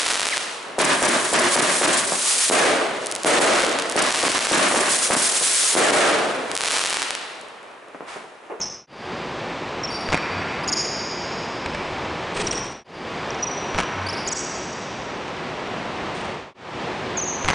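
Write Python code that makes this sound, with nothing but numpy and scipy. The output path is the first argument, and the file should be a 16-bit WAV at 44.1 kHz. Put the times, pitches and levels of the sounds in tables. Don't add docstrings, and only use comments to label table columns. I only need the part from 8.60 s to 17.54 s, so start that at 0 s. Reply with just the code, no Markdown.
import sys
import numpy as np
from scipy import signal
from scipy.fft import rfft, irfft, next_fast_len
from scipy.io import wavfile
from scipy.ndimage import map_coordinates

SR = 44100
rng = np.random.default_rng(int(sys.argv[2]) if len(sys.argv) > 2 else 0)


def persist_wave(psi):
    counts = np.round(np.clip(psi, -1, 1) * 32767).astype(np.int16)
    wavfile.write(sys.argv[1], SR, np.atleast_2d(counts).T)


N = 394254

# (frequency [Hz], relative level [dB])
VENT_COLOUR = [(15, -54.5), (25, -37), (47, -10), (80, -8), (160, -1), (290, -1.5), (460, -1), (550, -1.5),
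               (1000, -2.5), (1500, -8.5), (1800, -8.5), (2500, -10.5), (3550, -15.5), (6000, -25.5),
               (8100, -34), (10200, -45)]
# (frequency [Hz], t60 [s])
HALL_DECAY = [(100, 4.1), (500, 2.4), (2000, 5.5), (5000, 2.8), (7000, 1.74), (10000, 1.22)]
# (time [s], rise [s], t60 [s], cord hiss [dB], whoosh [dB])
NET_SWISHES = [(3.73, 0.082, 1.15, -30, -25.5), (7.546, 0.01, 0.73, -42, -45)]
# (frequency [Hz], relative level [dB])
CORD_COLOUR = [(1000, 0), (2500, 6), (4500, 0.5), (7500, -3.5), (8800, 0.5), (10000, -18.5)]
# (frequency [Hz], relative level [dB])
WHOOSH_COLOUR = [(60, 0), (150, 4.5), (280, -2), (400, 11.5), (600, -7), (1000, -1), (2000, -12),
                 (5000, -29)]
# (time [s], sole slap [dB], floor thud [dB])
FOOTFALLS = [(2.068, -40, -35), (3.061, -8.5, -28), (3.322, -27, -32), (3.858, -24, -29),
             (5.662, -34, -32.5), (6.681, -17, -47), (7.333, -34, -37)]
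# (frequency [Hz], relative level [dB])
RASP_COLOUR = [(2500, -11), (4500, -3.5), (6000, 2), (8000, -10.5), (10000, -13)]
# (delay [s], relative level [dB])
FAR_ECHOES = [(0.084, -6), (0.105, -7.5), (0.122, -9), (0.161, -11)]
# (time [s], length [s], start pitch [Hz], end pitch [Hz], level [dB], roughness [0-1], room send [dB])
SOLE_SLIPS = [ (.27, 0.037, 4650, 4900, -42.5, .6, 0.5), (1.232, 0.027, 5610, 5410, -26.5, 0.32, -7.5),
              (1.298, .038, 4597, 4730, -35.5, 0.29, 2), (2.034, .014, 4830, 5000, -34.5, 0.5, 4),
              (3.869, .007, 5900, 5400, -18, .4, -1), (4.242, 0.03, 4660, 4860, -42, 0.4, -0.5),
              (4.705, 0.0037, 5600, 5700, -27.5, 0.4, -7), (4.825, .021, 5850, 5760, -21.5, 0.2, -7),
              (5.465, .012, 4500, 4630, -28.5, .25, -4), (5.485, .021, 4760, 5550, -28, 0.42, -2.5),
              (5.665, 0.012, 5180, 4510, -30.5, 0.6, 0), (8.569, 0.038, 6780, 5920, -24, 0.24, -1)]
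# (time [s], length [s], bite pitch [Hz], bite level [dB], low whistle [Hz],
# low level [dB], high whistle [Hz], high level [dB], room send [dB])
HARD_STOPS = [(.002, 0.0413, 6300, -26, 5420, -19, 6030, -22.5, -3.5),
              (2.075, 0.0194, 6600, -23, 5065, -24.5, 6750, -29.5, 5.5),
              (5.675, 0.013, 6400, -22.5, 5950, -25, 7686, -31, 4.3)]
# (time [s], level [dB], late boom relative to the bounce [dB])
BALL_BOUNCES = [(1.489, -8.7, -24), (5.147, -9, -20.5), (8.847, -6, -23)]
# (frequency [Hz], relative level [dB], t60 [s])
BALL_MODES = [(664, -30.5, 0.075), (1024, -31.5, 0.017), (1510, -17.5, .025), (2320, -22, 0.026),
              (2690, -33, 0.016)]
# (delay [s], relative level [dB])
BALL_ECHOES = [(0.0127, -8), (.033, -1), (.039, 4), (.043, 0), (.047, 1), (.055, 5.5), (.063, -1.5),
               (.078, -7.5), (.086, -1.5)]
# (frequency [Hz], relative level [dB])
SCATTER_COLOUR = [(40, -19), (180, 10), (330, -8.5), (700, 4.5), (1200, 2), (2300, -2), (4000, -10.5),
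                  (7000, -16.5), (10000, -28.5)]
# (silent moment [s], fade-out [s], fade-in [s])
DRILL_FADES = [(.267, 0.51, 0.26), (4.24, 0.22, 0.3), (7.94, 0.26, 0.31)]


def amp(db):
    return 10 ** (np.asarray(db) / 20)


def unit(x):
    return x / np.sqrt(np.mean(x ** 2) + 1e-20)


def along(points, hz):
    freqs, values = np.transpose(points)
    return np.interp(np.log(hz + 1), np.log(freqs + 1), values)


def clock(seconds):
    return np.arange(int(seconds * SR)) / SR


def add(track, s, sound):
    start = round(s * SR)
    end = min([round(cut * SR) for cut, _, _ in DRILL_FADES if cut > s] + [N])
    sound = sound[:end - start]
    track[start:start + len(sound)] += sound


def noise(colour, size):
    hz = np.fft.rfftfreq(size, 1 / SR)
    return unit(irfft(rfft(rng.standard_normal(size)) * amp(along(colour, hz)), size))


def wobble(rate, size):
    knots = rng.standard_normal(int(size * rate / SR) + 4)
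    return map_coordinates(knots, [np.arange(size) * rate / SR])


def blurred(phase, rate):
    return wobble(rate, len(phase)) * np.sin(phase) + wobble(rate, len(phase)) * np.cos(phase)


def ventilation(level_db=-28.4, fan_hz=367, fan_db=-15, drift_db=0.49):
    fan = unit(blurred(2 * np.pi * fan_hz * np.arange(N) / SR, rate=22))
    air = noise(VENT_COLOUR, next_fast_len(N))[:N] * amp(drift_db * wobble(7, N))
    return amp(level_db) * (air + amp(fan_db) * fan)


def hall(x, delay, build):
    hz, t, spectrum = signal.stft(rng.standard_normal(2 * SR), SR, nperseg=256)
    decay = amp(-60 * t / along(HALL_DECAY, hz)[:, None])
    tail = signal.istft(spectrum * decay, SR, nperseg=256)[1]
    tail *= np.clip((np.arange(len(tail)) / SR - delay) / build, 0, 1)
    return signal.fftconvolve(x, tail / np.linalg.norm(tail))


def wall_echo(x, t60, count=5):
    paths = np.zeros(SR // 50)
    paths[rng.integers(0, len(paths), count)] = rng.choice([-.5, .5], count)
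    paths[0] = 1
    paths *= amp(-60 * np.arange(len(paths)) / SR / t60)
    return signal.fftconvolve(x, paths / np.linalg.norm(paths))


def in_gym(chirp, room_db, near_wall_s=.041, near_wall_db=-1, tail_db=1.5):
    out = amp(room_db + tail_db) * hall(chirp, delay=0.055, build=0.027)
    out[:len(chirp)] += chirp
    for delay, level in [(near_wall_s, near_wall_db), *FAR_ECHOES]:
        echo = amp(room_db + level) * wall_echo(chirp, t60=.017)
        out[round(delay * SR):][:len(echo)] += echo
    return out


def net(flutter_db=4.5):
    out, t = np.zeros(N), clock(1)
    for s, rise, t60, hiss_db, whoosh_db in NET_SWISHES:
        swell = np.minimum(t / rise, 1) * amp(-60 * np.maximum(t - rise, 0) / t60)
        hiss = amp(hiss_db + flutter_db * wobble(120, len(t))) * noise(CORD_COLOUR, len(t))
        whoosh = amp(whoosh_db) * noise(WHOOSH_COLOUR, len(t))
        add(out, s, swell * (hiss + whoosh))
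    return out


def crack(width_s, cutoff_hz):
    u = clock(.5) / width_s
    return signal.lfilter(*signal.butter(2, cutoff_hz, fs=SR), (1 - u) * np.exp(-u))


def ring(hz, t60):
    t = clock(.5)
    return np.sin(2 * np.pi * hz * t) * amp(-60 * t / t60)


def steps(scuff_t60=0.024, bleachers_s=0.087, bleachers_db=-4, tail_db=-3):
    out, t = np.zeros(N), clock(.5)
    for s, slap_db, thud_db in FOOTFALLS:
        scuff = amp(-11 - 60 * t / scuff_t60) * noise(SCATTER_COLOUR, len(t))
        knock = amp(-12) * ring(hz=2300, t60=0.024)
        slap = crack(width_s=0.00022, cutoff_hz=4500) + scuff + knock
        step = amp(slap_db) * slap + amp(thud_db) * ring(hz=83.4, t60=0.12)
        add(out, s, step)
        add(out, s + bleachers_s, amp(bleachers_db) * wall_echo(step, t60=.03))
        add(out, s, amp(tail_db) * hall(step, delay=0.017, build=0.014))
    return out


def whistle(length, start_hz, end_hz, rough, attack_share=0.16, release_s=0.0016, droop_db=3):
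    t = clock(length)
    glide_hz = start_hz + (end_hz - start_hz) * t / length
    jitter = 1 + 0.03 * rough * wobble(350, len(t))
    phase = 2 * np.pi * np.cumsum(glide_hz * jitter) / SR
    chatter = 0.91 * rough * blurred(phase, rate=750)
    scrape = rough * amp(-13) * noise(RASP_COLOUR, len(t))
    octave = amp(-17) * np.sin(2 * phase)
    tone = unit((1 - rough / 2) * np.sin(phase) + chatter + octave)
    gate = np.clip(np.minimum(t / (attack_share * length), (length - t) / release_s), 0, 1)
    droop = unit(amp(-droop_db * t / length))
    return gate * droop * (tone + scrape)


def squeaks():
    out = np.zeros(N)
    for s, length, start_hz, end_hz, db, rough, room_db in SOLE_SLIPS:
        add(out, s, amp(db) * in_gym(whistle(length, start_hz, end_hz, rough), room_db))
    return out


def stops(bite_s=0.0076, bite_fall=1.08, bite_room_db=-5.5, sag=.028):
    out = np.zeros(N)
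    for s, length, bite_hz, bite_db, low_hz, low_db, high_hz, high_db, room_db in HARD_STOPS:
        bite = whistle(bite_s, bite_fall * bite_hz, bite_hz, rough=0.5)
        screech = sum(amp(db) * whistle(length, hz * (1 + sag), hz * (1 - sag), rough=.75)
                      for hz, db in [(low_hz, low_db), (high_hz, high_db)])
        add(out, s, amp(bite_db) * in_gym(bite, room_db + bite_room_db))
        add(out, s + bite_s, in_gym(screech, room_db))
    return out


def dribbles(scatter_t60=0.019, mirror_db=-15, tail_db=-1, boom_hz=94, boom_s=0.286, boom_width_s=0.091):
    out, t = np.zeros(N), clock(.5)
    ping = sum(amp(level) * ring(hz, t60) for hz, level, t60 in BALL_MODES)
    smack = amp(2) * crack(width_s=0.00018, cutoff_hz=4200) + ping
    floor = amp(-18) * ring(hz=89.6, t60=0.22) + amp(-14.5) * ring(hz=18, t60=0.11)
    boom = np.sin(2 * np.pi * boom_hz * t) * np.exp(-((t - boom_s) / boom_width_s) ** 2)
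    for s, db, boom_db in BALL_BOUNCES:
        bounce = smack.copy()
        for delay, level in BALL_ECHOES:
            scatter = amp(-6 - 60 * t / scatter_t60) * noise(SCATTER_COLOUR, len(t))
            echo = amp(level) * (scatter + amp(mirror_db) * smack)
            bounce += np.pad(echo, (round(delay * SR), 0))[:len(t)]
        add(out, s, amp(db) * (bounce + floor + amp(boom_db) * boom))
        mids = signal.lfilter(*signal.butter(1, [750, 2700], "bandpass", fs=SR), bounce)
        add(out, s, amp(db + tail_db) * hall(mids, delay=0.0083, build=0.016))
    return out


def ducking(x, sidechain_hz=7430, smooth_s=.03, threshold_db=-44.5, share=.27, recover_db_per_s=1.6):
    treble = signal.sosfilt(signal.cheby1(6, 1, sidechain_hz, "highpass", fs=SR, output="sos"), x)
    pole = np.exp(-1 / (smooth_s * SR))
    treble_db = 10 * np.log10(signal.lfilter([1 - pole], [1, -pole], treble ** 2) + 1e-12)
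    push_db = share * np.maximum(treble_db - threshold_db, 0)
    recovery_db = recover_db_per_s * np.arange(N) / SR
    duck_db = np.maximum.accumulate(push_db + recovery_db) - recovery_db
    return amp(-duck_db)


def scene():
    mono = squeaks() + stops() + dribbles() + steps() + net() + ventilation()
    return np.array([mono, mono])


def record(dry):
    t = np.arange(N) / SR
    mix = dry * ducking(dry[0])
    for s, fall, rise in DRILL_FADES:
        mix *= np.interp(t, [s - fall, s, s + rise], [1, 0, 1])
    size = next_fast_len(N + SR)
    passband = np.fft.rfftfreq(size, 1 / SR) < 10080
    return irfft(rfft(mix, size) * passband, size)[:, :N]


dry = scene()
out = record(dry)
persist_wave(out)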